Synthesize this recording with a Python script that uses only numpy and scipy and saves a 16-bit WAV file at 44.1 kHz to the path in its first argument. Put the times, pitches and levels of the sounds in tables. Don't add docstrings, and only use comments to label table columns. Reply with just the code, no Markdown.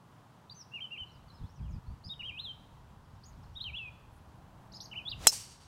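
import sys
import numpy as np
from scipy import signal
from scipy.fft import rfft, irfft
from scipy.io import wavfile
from scipy.ndimage import uniform_filter1d

SR = 44100
rng = np.random.default_rng(int(sys.argv[2]) if len(sys.argv) > 2 else 0)


def master_out(mix):
    frames = np.transpose(np.atleast_2d(mix))
    ceiling = np.clip(frames, -1, 1)
    pcm = np.round(ceiling * 32767).astype(np.int16)
    wavfile.write(sys.argv[1], SR, pcm)


N = 250047
TIME = np.arange(N) / SR
IMPACT_S = 5.26995

# harmonic, gain_db
WHISTLE_PARTIALS = [(1, 0), (2, -41), (3, -46)]
# pitch_hz, gain_db
WHISTLE_CARRY = [(2200, -6), (2480, -9), (2620, -4.5), (2800, 0), (3400, -3), (3750, 5), (4060, -0.5),
                 (4180, -13.5), (4700, -5), (5050, -13.5), (5500, -5.5), (7000, -20)]


def amp(db):
    return 10 ** (np.asarray(db) / 20)


def unit(x):
    return x / np.sqrt(np.mean(x ** 2) + 1e-20)


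def at_hz(points, hz):
    point_hz, value = np.transpose(points)
    return np.interp(np.log(hz + 1), np.log(point_hz + 1), value)


def add(mix, start_s, sound):
    part = mix[max(round(start_s * SR), 0):][:len(sound)]
    part += sound[:len(part)]


def tint(x, spectrum):
    hz = np.fft.rfftfreq(len(x), 1 / SR)
    return irfft(rfft(x) * amp(at_hz(spectrum, hz)), len(x))


def noise(spectrum):
    return unit(tint(rng.standard_normal(N), spectrum))


def drift(rate_hz):
    hz = np.fft.rfftfreq(N, 1 / SR)
    return unit(irfft(rfft(rng.standard_normal(N)) * np.exp(-(hz / rate_hz) ** 2), N))


def country_hum(level_db=-58.5):
    # freq_hz, gain_db
    colour = [(53, -33.5), (90, -5), (127, -3.5), (244, -13.5), (338, -19), (532, -21), (977, -15.5),
              (2230, -33), (3080, -32), (3910, -35.5), (16000, -48.5)]
    return amp(level_db + .5 * drift(5.1)) * noise(colour)


def wind():
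    # time_s, level_db
    breeze_levels = [(0, -71), (.9, -78), (1.2, -58), (3.9, -57), (5.67, -63.5)]
    # freq_hz, gain_db
    buffet = [(20, -15.5), (45, -3.5), (75, 0), (130, -4), (200, -17), (300, -32), (600, -52),
              (2000, -78.5)]
    # start_s, length_s, level_db
    gusts = [(1.007, 0.03, -50), (1.399, 0.066, -40), (1.563, 0.25, -40), (1.865, 0.088, -41.5),
             (2.045, 0.051, -45), (3.302, 0.31, -52.5), (3.657, .11, -48.5), (5.086, 0.19, -48.5)]
    breeze = amp(np.interp(TIME, *np.transpose(breeze_levels))) * noise(buffet)
    strength = np.zeros(N)
    for start_s, length_s, db in gusts:
        add(strength, start_s, amp(db) * signal.windows.tukey(int(length_s * SR), .4))
    eddies = noise(buffet)
    eddies /= np.sqrt(uniform_filter1d(eddies ** 2, size=1500) + 1e-6)
    return breeze + strength * eddies


def arch(start_s, length_s, db, crest_s, start_hz, crest_hz, end_hz,
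         carry=WHISTLE_CARRY, flatness=2.5, high_hz=3500, ease=.8):
    t = np.arange(0, length_s, 1 / SR)
    rising = t < crest_s
    away = np.where(rising, 1 - t / crest_s, (t - crest_s) / (length_s - crest_s))
    rounded = (np.sin(np.pi / 2 * ease * away) / np.sin(np.pi / 2 * ease)) ** 2
    drop = away ** flatness if crest_hz > high_hz else rounded
    hz = crest_hz + (np.where(rising, start_hz, end_hz) - crest_hz) * drop
    return start_s, hz, db + at_hz(carry, hz)


def flick(start_s, length_s, db, crest_s, before_hz, crest_hz, after_hz, rise_s, settle_s, squareness,
          sag_hz_per_s=2800):
    t = np.arange(0, length_s, 1 / SR) - crest_s
    held_hz = np.where(t < 0, before_hz, after_hz) - sag_hz_per_s * abs(t)
    leap = np.exp(-np.where(t < 0, abs(t / rise_s) ** squareness, (t / settle_s) ** 2))
    hz = held_hz + (crest_hz - held_hz) * leap
    return start_s, hz, db + at_hz(WHISTLE_CARRY, hz)


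def whistles(notes, partials, waver, flutter_db, attack_s=.0048, release_s=.0021):
    # freq_hz, gain_db
    sheen = [(9000, 0), (12000, 11), (14000, 8)]
    out, wobble, flutter = np.zeros(N), drift(130), drift(90)
    for start_s, hz, db in notes:
        t = TIME[:len(hz)]
        span = round(start_s * SR) + np.arange(len(hz))
        phase = 2 * np.pi * np.cumsum(hz * (1 + waver * wobble[span])) / SR
        tone = sum(amp(gain_db + at_hz(sheen, k * hz)) * np.sin(round(k) * phase) * (k * hz < SR / 2)
                   for k, gain_db in partials)
        ramp = np.clip(np.minimum(t / attack_s, t[::-1] / release_s), 0, 1)
        fades = np.sin(np.pi / 2 * ramp) ** 2
        swell_db = -9 * np.exp(-t / .0069)
        taper_db = -1.5 * np.exp(-t[::-1] / .0074)
        gain = np.sqrt(2) * amp(db + swell_db + taper_db + flutter_db * flutter[span])
        add(out, start_s, gain * tone * fades)
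    return out


def woods(call, wet_db, t60_s, build_s):
    # freq_hz, gain_db
    leaves = [(2800, 4.5), (4000, 3.5), (6000, 6), (8500, -0.5), (11500, 13)]
    t = np.arange(SR) / SR
    tail = rng.standard_normal(SR) * amp(-60 * t / t60_s) * (1 - np.exp(-t / build_s))
    wet = signal.fftconvolve(tint(call, leaves), tail / np.linalg.norm(tail))[:N]
    return call + amp(wet_db) * wet


def near_bird():
    # start_s, length_s, gain_db, crest_after_s, start_hz, crest_hz, end_hz
    arches = [(0.495, 0.038, -44.5, 0.024, 3144, 4760, 4140),
              (0.543, 0.088, -45.5, 0.015, 5500, 6200, 4900), (0.714, 0.025, -54, 0.021, 2600, 2760, 2750),
              (.735, 0.062, -40.5, 0.014, 2745, 2850, 2270), (0.798, 0.063, -41.5, .016, 2166, 3170, 2950),
              (0.905, 0.069, -44, 0.027, 2650, 2830, 2260), (0.966, 0.073, -42.5, 0.024, 2187, 3100, 2920),
              (2.044, 0.022, -55, 0.014, 4440, 6600, 6400), (2.091, .051, -45.5, .033, 3480, 3780, 2950),
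              (2.192, .035, -42, 0.0094, 2930, 2910, 2300), (2.225, 0.018, -40.5, 0.0096, 2260, 2900, 2800),
              (2.239, .076, -41, 0.032, 2794, 3280, 2250), (3.55, 0.048, -50, 0.025, 2990, 3820, 2900),
              (3.6, 0.045, -39, 0.038, 2920, 4260, 2900), (3.638, 0.07, -41.5, 0.011, 3230, 3180, 2270),
              (4.912, 0.032, -42.5, 0.011, 2850, 3046, 2150), (4.947, 0.056, -39, 0.028, 2180, 3030, 2400),
              (5, 0.021, -40, 0.014, 2490, 2470, 2500)]
    # start_s, length_s, gain_db, crest_after_s,
    # before_hz, crest_hz, after_hz, rise_s, settle_s, rise_squareness
    flicks = [(2.312, 0.21, -43.5, 0.12, 2723, 4170, 3330, .043, 0.028, 4.07),
              (3.725, 0.17, -40.5, .051, 2520, 3440, 2760, 0.026, .011, 1.9),
              (5.05, 0.091, -40, 0.054, 3450, 5000, 2830, .014, .015, 1.3)]
    # start_s, length_s, gain_db, crest_after_s, start_hz, crest_hz, end_hz
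    chips = [(2.036, 0.036, -54, .015, 3650, 4950, 4800), (2.063, 0.031, -57, 0.0165, 4880, 5300, 3000),
             (3.233, 0.064, -57.5, 0.039, 3680, 6860, 5900), (4.717, 0.059, -56.5, .03, 3460, 6800, 5600),
             (4.733, 0.042, -51, 0.032, 3350, 5270, 3600), (4.802, .022, -44, 0.015, 2680, 5900, 3700),
             (4.821, 0.041, -50.5, 0.018, 4720, 6550, 4040)]
    # harmonic, gain_db
    chip_partials = [(1, 0), (2, -32)]
    # pitch_hz, gain_db
    chip_carry = [(2800, -8), (3800, 5), (5200, 0), (6000, -8), (7000, -10)]
    notes = [arch(*row) for row in arches] + [flick(*row) for row in flicks]
    song = whistles(notes, WHISTLE_PARTIALS, waver=.0056, flutter_db=1.46)
    song = woods(song, wet_db=-16, t60_s=.13, build_s=.003)
    chip_notes = [arch(*row, carry=chip_carry, flatness=2.3) for row in chips]
    rasp = whistles(chip_notes, chip_partials, waver=.01, flutter_db=3)
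    rasp = woods(rasp, wet_db=-9.5, t60_s=.13, build_s=.002)
    return woods(song + rasp, wet_db=-21, t60_s=.75, build_s=.0091)


def glide(start_s, length_s, db, start_hz, end_hz, bend=1.2, edge_lift_db=2):
    progress = np.linspace(0, 1, int(length_s * SR))
    hz = start_hz + (end_hz - start_hz) * progress ** bend
    return start_s, hz, db + edge_lift_db * (2 * progress - 1) ** 2


def far_birds(trill_step_s=.0555, trim_db=-5):
    # time_s, pitch_hz, gain_db
    warble_path = [(1.055, 4450, -80), (1.1, 4000, -68), (1.118, 5750, -78), (1.145, 5100, -68),
                   (1.175, 3700, -79), (1.27, 4550, -92), (1.285, 4400, -69), (1.314, 4000, -64),
                   (1.33, 5550, -72), (1.362, 5050, -64), (1.385, 3900, -72), (1.425, 3150, -77),
                   (1.46, 3800, -67), (1.505, 5600, -75), (1.538, 7300, -84), (1.565, 5400, -68),
                   (1.595, 4600, -78), (1.68, 5700, -92), (1.703, 7400, -76), (1.728, 5200, -67),
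                   (1.755, 4800, -72), (1.8, 3400, -94), (1.9, 4650, -73), (1.96, 4550, -84)]
    # start_s, length_s, gain_db, start_hz, end_hz
    glides = [(1.577, 0.034, -69.5, 2980, 2000), (1.628, 0.078, -71, 3350, 2120),
              (1.719, .05, -74.5, 2280, 2570)]
    # time_s, gain_db
    trill_levels = [(3.04, -76), (3.61, -68)]
    times, db = np.transpose(trill_levels)
    trill = [glide(start_s, .019, np.interp(start_s, times, db), start_hz=5900, end_hz=4010)
             for start_s in np.arange(times[0], times[-1], trill_step_s)]
    times, hz, db = np.transpose(warble_path)
    t = np.arange(times[0], times[-1], 1 / SR)
    warble_hz = uniform_filter1d(np.interp(t, times, hz), size=500)
    warble = times[0], warble_hz, np.interp(t, times, db)
    notes = [warble] + [glide(*row) for row in glides] + trill
    calls = whistles(notes, WHISTLE_PARTIALS, waver=.012, flutter_db=5)
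    calls = woods(calls, wet_db=-8, t60_s=.15, build_s=.002)
    return amp(trim_db) * woods(calls, wet_db=-16.5, t60_s=.47, build_s=.01)


def mower(roar_db=-1, waver=.00565):
    # time_s, gain_db, firing_hz
    swell = [(3.9, -82, 60.5), (4.42, -64.5, 62.6), (4.7, -63.5, 63.9), (5.1, -64, 66.35),
             (5.6, -79.5, 64.3)]
    # harmonic, gain_db
    orders = [(3, -2), (4, -9.5), (5, -6.5), (10, -7.5), (13, -9)]
    times, db, hz = np.transpose(swell)
    firing_hz = np.interp(TIME, times, hz) * (1 + waver * drift(7.6))
    phase = 2 * np.pi * np.cumsum(firing_hz) / SR
    drone = sum(amp(gain_db + 2 * drift(1.4)) * np.sin(round(k) * phase) for k, gain_db in orders)
    roar = noise([(250, 2.5), (480, 0), (750, 6), (1300, -2), (4000, -27.5)])
    return amp(np.interp(TIME, times, db)) * (drone + amp(roar_db) * roar)


def clothes(start_s=4.1, length_s=.11, level_db=-77.5):
    # freq_hz, gain_db
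    cloth = [(2000, -25), (6000, -11), (9500, 7), (15000, -11)]
    stroke = np.zeros(N)
    add(stroke, start_s, amp(level_db) * signal.windows.tukey(int(length_s * SR), .6))
    return stroke * noise(cloth)


def swish(fastest_s=5.258, peak_db=-44.5, speed_up_s=.073, pass_s=.047):
    # freq_hz, gain_db
    colour = [(100, -1), (800, 2), (1600, -5.5), (3500, -6), (7000, -10), (16000, -25.5)]
    t = TIME - fastest_s
    speed = 1 / (1 + (t / np.where(t < 0, speed_up_s, pass_s)) ** 2)
    return amp(peak_db) * speed ** 3 * noise(colour)


def mode(t, hz, db, t60_s):
    return amp(db - 60 * t / t60_s) * np.sin(2 * np.pi * hz * t)


def club_head(t, build_s=.0004, rise_per_s=.1, cutoff_s=.041, shimmer_db=-25, shimmer_t60_s=.11):
    # pitch_hz, gain_db, t60_s
    modes = [(2643, -33, .06), (2850, -24, 0.028), (3268, -13, 0.015), (3680, -19, .013),
             (4072, -20, 0.066), (4319, -33, 0.085), (5192, -19.5, 0.13), (5372, -19, 0.105),
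             (5430, -27, .15), (5817, -23, 0.05), (6080, -21, 0.064), (6368, -28, .1), (6743, -11.5, 0.034),
             (7000, -27, 0.085), (7289, -9, 0.024), (7531, -15, 0.028), (7752, -12, 0.022),
             (7953, -7, 0.027), (8300, -14, 0.024), (8587, -19, 0.036), (8763, -26, 0.052),
             (9192, -14, 0.02), (9597, -11, 0.016), (10743, -10, 0.015), (11735, -15, 0.02),
             (12532, -18, 0.015), (13279, -19, 0.017), (14587, -20, 0.015)]
    # freq_hz, gain_db
    shimmer_colour = [(2300, -25.5), (4600, -11), (6400, 0), (9000, -10.5), (15000, -14)]
    bent_t = t * (1 + rise_per_s * t / 2)
    ring = sum((-1) ** k * mode(bent_t, *row) for k, row in enumerate(modes))
    shimmer = amp(shimmer_db - 60 * t / shimmer_t60_s) * noise(shimmer_colour)[:len(t)]
    cutoff = np.exp(-(t / cutoff_s) ** 10)
    return (1 - np.exp(-t / build_s)) * (ring + shimmer) * cutoff


def strike(push_s=.000156, knock_t60_s=.008, ring_db=1.2, turf_s=.0046, slap_s=.055, slap_t60_s=.055):
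    # freq_hz, gain_db
    ball = [(150, -0.5), (500, 2), (850, 17), (1700, -16), (3200, -6.5), (4500, -24)]
    t = np.arange(SR // 4) / SR
    push = amp(-5) * (1 - t / push_s) * np.exp(-t / push_s)
    pop = mode(t, hz=2000, db=-12, t60_s=.0019)
    knock = amp(-16.5 - 60 * t / knock_t60_s) * noise(ball)[:len(t)]
    thump = mode(t, hz=160, db=-31, t60_s=.023)
    blow = push + pop + knock
    out = np.zeros(N)
    add(out, IMPACT_S, blow + thump + amp(ring_db) * club_head(t))
    add(out, IMPACT_S + turf_s, amp(-19) * blow)
    slap = amp(-44 - 60 * t / slap_t60_s) * noise(ball)[:len(t)]
    add(out, IMPACT_S + slap_s, slap)
    return out


def tree_line(build_s=.0067):
    # freq_hz, gain_db
    colour = [(300, -20), (1000, -20.5), (2200, -12.5), (3500, -11.5), (4900, -5.5), (5900, 1.5),
              (8400, -0.5), (10500, -6.5), (15000, -17)]
    # freq_hz, loss_db_per_s
    air_loss = [(4000, -15.5), (7000, 23.5), (10000, 22), (16000, 52)]
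    # pitch_hz, width_hz, boost_db
    ring_peaks = [(2950, 220, 4), (4660, 220, 8), (5550, 140, 5.5), (8250, 250, 5.5)]
    # delay_s, gain_db, t60_s
    echoes = [(.001, -36, 0.2), (0.044, -35, 0.47), (.125, -50, 0.57), (.235, -51.5, 0.31),
              (0.329, -58, 0.74)]
    hz, frame_s, spectra = signal.stft(noise(colour), SR, nperseg=256)
    loss_db = at_hz(air_loss, hz)[:, None] * np.maximum(frame_s - IMPACT_S, 0)
    ring_db = sum(db * np.exp(-((hz - peak_hz) / width_hz) ** 2) for peak_hz, width_hz, db in ring_peaks)
    wash = signal.istft(spectra * amp(ring_db[:, None] - loss_db), SR, nperseg=256)[1][:N]
    power = np.zeros(N)
    for delay_s, db, t60_s in echoes:
        envelope = amp(db - 60 * TIME / t60_s) * (1 - np.exp(-TIME / build_s))
        add(power, IMPACT_S + delay_s, envelope ** 2)
    return wash * np.sqrt(power)


def scene():
    ambience = country_hum() + mower() + wind() + near_bird() + far_birds()
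    drive = clothes() + swish() + strike() + tree_line()
    return (ambience + drive)[None]


def record(dry, ceiling=.6, cutoff_hz=15900):
    saturated = ceiling * np.tanh(dry / ceiling)
    low_pass = signal.firwin(511, cutoff_hz, window=("kaiser", 9), fs=SR)
    return signal.oaconvolve(saturated, low_pass[None], "same")


dry = scene()
out = record(dry)
master_out(out)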